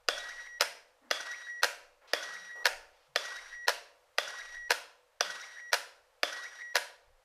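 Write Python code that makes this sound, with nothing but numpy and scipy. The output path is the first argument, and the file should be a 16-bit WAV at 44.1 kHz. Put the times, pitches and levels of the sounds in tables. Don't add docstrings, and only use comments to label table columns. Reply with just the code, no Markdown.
import sys
import numpy as np
from scipy import signal
from scipy.fft import rfft, irfft, next_fast_len
from scipy.io import wavfile

SR = 44100
rng = np.random.default_rng(int(sys.argv[2]) if len(sys.argv) > 2 else 0)


def wav_record(signal):
    frames = np.transpose(np.atleast_2d(signal))
    bounded = np.clip(frames, -1, 1)
    quanta = np.round(bounded * 32767).astype(np.int16)
    wavfile.write(sys.argv[1], SR, quanta)


N = 319284

# start in seconds, then in dB the gains
PUSHES = [(0.0855, -1, 0, -34.5, -48, 4), (1.1106, -1, -2.5, -21.5, -45, 3),
          (2.1337, -0.5, -2.5, -32.5, -46.5, 3), (3.1590, -1, -3, -31, -45, 23.5),
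          (4.1834, -1.5, -3.5, -27.5, -45.3, 4.5), (5.2075, -1, -4.5, -34.5, -48.5, 4),
          (6.2317, -1, -4, -44, -46.5, 7)]


def gain_of(db):
    return 10 ** (np.asarray(db) / 20)


def read(points, hz):
    f, value = np.transpose(points)
    return np.interp(np.log(hz + 1), np.log(f + 1), value)


def clock(length):
    return np.arange(int(length * SR)) / SR


def decay(t, t60):
    return np.exp(-np.log(1000) * t / t60)


def hump(t, at_s, width_s):
    return np.exp(-((t - at_s) / width_s) ** 2)


def add(mix, s, sound):
    part = mix[max(round(s * SR), 0):][:len(sound)]
    part += sound[:len(part)]


def noise(spectrum, size):
    full = next_fast_len(max(size, 4096))
    colour = gain_of(read(spectrum, np.fft.rfftfreq(full, 1 / SR)))
    x = irfft(rfft(rng.standard_normal(full)) * colour, full)
    return x[:size] / np.sqrt(np.mean(x ** 2) + 1e-20)


def wander(rate_hz, size):
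    knots = rng.standard_normal(64)
    return np.interp(np.arange(size) / SR * rate_hz, np.arange(len(knots)), knots)


def air(level_db=-70.5, swell_db=1):
    # frequency in Hz, relative level in dB.
    spectrum = [(20, -5.5), (50, -7.5), (100, -13), (200, -32), (300, -27), (400, -18), (500, 3.5),
                (650, -4), (800, -4), (1500, -8), (3000, -15), (7000, -20.5), (13900, -26.5),
                (14800, -49.5)]
    return gain_of(level_db + swell_db * wander(2.9, N)) * noise(spectrum, N)


def handling(rest_db=-94, unsteady_db=5):
    # peak time in seconds, half width in seconds, rumble in dB.
    grips = [(.26, 0.3, -68), (1.857, .15, -73.5), (2.8, 0.13, -65), (3.55, 0.22, -71), (4.58, .13, -61),
             (7.11, 0.064, -62.5)]
    # start in seconds, length in seconds, pitch in Hz, level in dB.
    bumps = [(1.003, 0.12, 271, -68.5), (2.24, 0.3, 187.4, -75), (3.065, 0.14, 147, -73),
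             (5.2, 0.193, 184.7, -72.5)]
    t = np.arange(N) / SR
    resting = gain_of(rest_db + unsteady_db * wander(5, N))
    shifting = sum(gain_of(db) * hump(t, s, width) for s, width, db in grips)
    rumble = noise([(8, -19.5), (20, 6), (36, -11), (55, -14.5), (90, -20.5), (200, -42.5),
                    (1000, -100)], N)
    out = (resting + shifting) * rumble
    for s, length, hz, db in bumps:
        size = int(length * SR)
        thud = noise([(hz / 2, -50), (.85 * hz, -8), (hz, 0), (1.15 * hz, -8), (2 * hz, -80)], size)
        add(out, s, gain_of(db) * thud * signal.windows.tukey(size, .7))
    return out


def blow(stop, ring_db, crack_spectrum, crack_db, crack_t60, scatter_db, detune):
    # frequency in Hz, t60 in seconds, relative level in dB when
    body = [(315, .05, -39, -49), (474.7, 0.036, -25.5, -27), (582.7, 0.032, -20, -23),
            (713, 0.058, -25.5, -28.5), (845, 0.034, -35.5, -27), (956, 0.062, -41, -25),
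            (1167, 0.043, -27.5, -41.5), (1264, 0.012, -22, -27), (1490, 0.041, -24.5, -22),
            (1636, 0.057, -39.5, -24), (1732, 0.035, -22.5, -23), (1905, 0.036, -24.5, -23.5),
            (2070, 0.011, -24, -27), (2320, 0.031, -28, -45), (2500, 0.016, -23.5, -20.5),
            (2825, 0.03, -27, -26.5), (3300, 0.02, -32, -28), (3320, 0.018, -25, -26.5),
            (4170, .012, -27, -16), (4620, 0.0072, -11, -37.5), (5040, 0.023, -20.5, -36),
            (5680, 0.011, -30.5, -49), (5645, 0.0084, -14.5, -17.5)]
    t = clock(.06)
    hz, t60, *strike_db = np.transpose(body)[:, :, None]
    pitch, level = rng.standard_normal((2, len(body), 1))
    sign = (-1) ** np.arange(len(body))[:, None]
    strength = sign * gain_of(strike_db[stop] + scatter_db * level)
    modes = strength * np.sin(2 * np.pi * hz * (1 + detune * pitch) * t)
    ring = gain_of(ring_db) * (modes * decay(t, t60)).sum(0)
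    crack = gain_of(crack_db) * noise(crack_spectrum, len(t)) * decay(t, crack_t60)
    attack = 1 - np.exp(-t / .00095)
    return (ring + crack) * attack


def forward_clacks(ring_db, latch_s=.0059):
    # frequency in Hz, relative level in dB.
    crack = [(100, -27.5), (250, -15), (500, -12), (1500, 0), (5000, -5), (6300, -8.5), (7500, -19.5),
             (10000, -21), (11800, -16), (14000, -29), (16000, -53.5)]
    out = np.zeros(N)
    for s, db, spring_db, latch_db, *_ in PUSHES:
        latch = blow(0, ring_db, crack, crack_db=-22, crack_t60=.022, scatter_db=6.5, detune=.013)
        clack = blow(0, ring_db, crack, crack_db=-12.5, crack_t60=.014, scatter_db=2.5, detune=.005)
        add(out, s - latch_s, gain_of(latch_db) * latch)
        add(out, s, gain_of(db) * clack)
        add(out, s, gain_of(spring_db) * spring())
    return out


def spring(hz=3400, width_hz=175, t60=.32, flutter_hz=46, depth=.18):
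    t = clock(.4)
    cluster = noise([(hz - 3 * width_hz, -60), (hz - width_hz, -4), (hz, 0),
                     (hz + width_hz, -4), (hz + 2 * width_hz, -60)], len(t))
    throb = 1 + depth * np.cos(2 * np.pi * flutter_hz * t)
    return gain_of(-35) * cluster * throb * decay(t, t60)


def feeding(t, feed_s=.385, run_down_s=.035):
    return np.clip(1 - (t - feed_s) / run_down_s, 0, 1)


def gears(fade_db_per_s=41.5, turn_hz=18.8, grain_db=2.5, rough=.65, jitter=.048):
    # frequency in Hz, relative level in dB.
    whirr = [(150, -44.5), (350, -18), (500, -5), (1100, 0.5), (1550, 5), (2400, -2.5), (3600, -3.5),
             (5600, -3), (7000, -14), (10500, -18.5), (14000, -31.5), (16000, -47.5)]
    # seconds after the push, length in
    # seconds, first and last pitch in Hz, relative level in dB.
    glides = [(.066, 0.038, 1445, 1586, -48), (0.136, 0.046, 1440, 1651, -46.5),
              (0.15, .045, 922, 1520, -50.5), (0.2, .045, 1393, 2358, -45), (.225, 0.034, 1580, 1033, -58),
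              (0.278, .047, 2015, 1307, -53), (.278, 0.045, 1528, 2360, -57), (.35, .05, 1607, 2206, -48.5),
              (0.355, 0.046, 1950, 1660, -56)]
    # seconds after the push, pitch in Hz, ring in dB, scrape in dB.
    ticks = [(.095, 1490, -33.5, -43.5), (.203, 1438, -40.5, -48.5)]
    scrape_spectrum = [(1000, -21.5), (4500, -8.5), (5900, 2), (7500, -19.5), (12000, -20), (15000, -44)]
    out, t = np.zeros(N), clock(.51)
    surge_db = np.cos(2 * np.pi * turn_hz * t)
    run_down_db = -10.5 * (1 - feeding(t))
    whirr_db = -43 - fade_db_per_s * t + surge_db + run_down_db
    for s, *_ in PUSHES:
        grit = gain_of(grain_db * wander(120, len(t)))
        add(out, s, noise(whirr, len(t)) * grit * gain_of(whirr_db))
        for delay, length, from_hz, to_hz, db in glides:
            size = int(length * SR)
            speed, level = rng.standard_normal(2)
            hz = np.linspace(from_hz, to_hz, size) * (1 + .015 * speed + jitter * wander(700, size))
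            rasp = 1 + rough * wander(400, size)
            tone = np.sqrt(2) * np.sin(2 * np.pi * np.cumsum(hz) / SR) * rasp
            add(out, s + delay, gain_of(db - 3.5 + level) * tone * signal.windows.tukey(size, .5))
        for delay, hz, ring_db, scrape_db in ticks:
            ring = gain_of(ring_db) * np.sin(2 * np.pi * hz * t) * hump(t, delay, .0027)
            scrape = gain_of(scrape_db) * noise(scrape_spectrum, len(t)) * hump(t, delay + .004, .0067)
            add(out, s, ring + scrape)
    return out


def whine(hz=1917.3, on_s=.044, off_s=.503, swell_s=.041, unsteady_db=3):
    # multiple of the pitch, idle level in dB, waver while feeding in dB.
    partials = [(2, -75.5, 4.5), (3, -64, 3), (4, -87, 3.5), (5, -88.5, 2.5), (6, -90.5, 3.5)]
    out, t = np.zeros(N), on_s + clock(off_s - on_s)
    angle, moving = 2 * np.pi * hz * t, feeding(t)
    swell_db = -14 * np.exp(-(t - on_s) / swell_s)
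    dip = hump(t, at_s=.295, width_s=.047)
    load_db = 10 * moving + 8.5 * hump(t, at_s=.21, width_s=.027)
    shake = .3 + .7 * moving
    for s, *_, db, dip_db in PUSHES:
        drift_db = unsteady_db * shake * wander(26, len(t))
        tone = gain_of(db + swell_db - dip_db * dip + drift_db) * np.sin(angle)
        for multiple, idle_db, waver_db in partials:
            lift_db = load_db if multiple == 2 else 1.5 * moving
            partial_db = idle_db + lift_db + waver_db * shake * wander(39, len(t))
            tone += gain_of(partial_db) * np.sin(multiple * angle)
        add(out, s + on_s, np.sqrt(2) * tone * signal.windows.tukey(len(t), .02))
    return out


def return_snaps(ring_db, detune, bounce_s=.0103, ping_hz=5170, ping_t60=.0093):
    # time in seconds, then relative dB of the stroke, its crack, bounce and ping.
    returns = [(0.6088, -1, 5.5, -2, -13.5), (1.6322, 0, 3.5, -1, -31.5), (2.6551, 1.5, 0.5, -4.5, -36.5),
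               (3.6811, 1, 1.5, -4.5, -33), (4.7057, 1, 1.5, -4, -20), (5.7305, 0, 4, -2, -25.5),
               (6.7548, 0.5, 2.5, -4, -43)]
    # frequency in Hz, relative level in dB.
    crack = [(100, -23), (250, -51.5), (500, -18), (1500, 11.5), (3600, 2.5), (5300, 7), (6500, -2),
             (7800, -8.5), (9000, -9), (11500, -7.5), (14800, -13), (16000, -38)]
    # offset in seconds, relative level in dB.
    rattle = [(-.0112, -22.5), (-.0065, -18), (-.0039, -18), (0.016, -9.5)]
    out, t = np.zeros(N), clock(.05)
    ping = np.sin(2 * np.pi * ping_hz * t) * decay(t, ping_t60)
    for s, db, crack_db, bounce_db, ping_db in returns:
        snap = blow(1, ring_db, crack, crack_db - 13.5, crack_t60=.017, scatter_db=3, detune=detune)
        bounce = blow(1, ring_db, crack, crack_db=-11.5, crack_t60=.024, scatter_db=.5, detune=.019)
        add(out, s, gain_of(db - 1) * snap)
        add(out, s, gain_of(ping_db) * ping)
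        add(out, s + bounce_s, gain_of(db + bounce_db - 3) * bounce)
        for delay, contact_db in rattle:
            dull_db = .27 * contact_db - 21.5
            contact = blow(1, ring_db, crack, dull_db, crack_t60=.038, scatter_db=3.5, detune=.039)
            add(out, s + delay, gain_of(db + contact_db) * contact)
    return out


def carriage(ring_db, snap_detune, bass_hz=210):
    strokes = forward_clacks(ring_db) + return_snaps(ring_db, snap_detune)
    return signal.sosfilt(signal.butter(2, bass_hz, "high", fs=SR, output="sos"), strokes)


def rustles():
    # start in seconds, length in seconds, level in dB, upper edge in Hz.
    brushes = [(1.003, 0.23, -68.5, 1820), (2.01, 0.072, -63, 2220), (2.071, 0.056, -57.5, 4920),
               (2.544, .1, -55.5, 1320), (2.919, 0.176, -72, 5040), (4.542, 0.01, -60, 5070),
               (4.999, 0.059, -82, 1540)]
    out = np.zeros(N)
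    for s, length, db, edge_hz in brushes:
        size = int(length * SR)
        brush = noise([(200, -30), (500, 0), (edge_hz, -3), (1.5 * edge_hz, -18), (16000, -35)], size)
        add(out, s, gain_of(db) * brush * signal.windows.tukey(size, .3))
    return out


def room(x, first_s=.0033, build_s=.0011):
    # frequency in Hz, t60 in seconds.
    decay_times = [(250, 1), (660, 0.62), (1740, 0.44), (4600, 0.45), (12000, 0.34)]
    # frequency in Hz, gain in dB.
    send = [(150, -9), (500, -9), (1500, -9), (3000, -7), (5000, -11), (9000, -1.5), (14000, -12)]
    hz, age, bands = signal.stft(rng.standard_normal(SR), SR, nperseg=256)
    t60 = read(decay_times, hz)[:, None]
    unit_energy = np.sqrt(2 * np.log(1000) / (t60 * SR))
    bands *= gain_of(read(send, hz))[:, None] * decay(age, t60) * unit_energy
    tail = signal.istft(bands, SR, nperseg=256)[1][:SR]
    tail *= 1 - np.exp(-np.maximum(clock(1) - first_s, 0) / build_s)
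    return signal.fftconvolve(x, tail)[:N]


def standing_waves(x):
    # frequency in Hz, t60 in seconds, gain in dB.
    modes = [(310.2, 0.59, -65), (496.7, 0.26, -64)]
    t = clock(.5)
    hum = sum(gain_of(db) * np.cos(2 * np.pi * hz * t) * decay(t, t60) for hz, t60, db in modes)
    return signal.fftconvolve(x, hum)[:N]


def scene(walls=3):
    clacks = carriage(ring_db=-1.5, snap_detune=.012)
    feed = gears() + rustles()
    tone = whine()
    sends = (carriage(ring_db=-2.5, snap_detune=.035) + feed + gain_of(-12) * tone for _ in range(walls))
    echoes = sum(room(send) for send in sends) / np.sqrt(walls)
    return (clacks + feed + tone + echoes + standing_waves(clacks) + handling() + air())[None]


def record(dry, edge_hz=15700):
    lowpass = signal.firwin(255, edge_hz, window=("kaiser", 8), fs=SR)
    return signal.oaconvolve(dry, lowpass[None], "same")


dry = scene()
out = record(dry)
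wav_record(out)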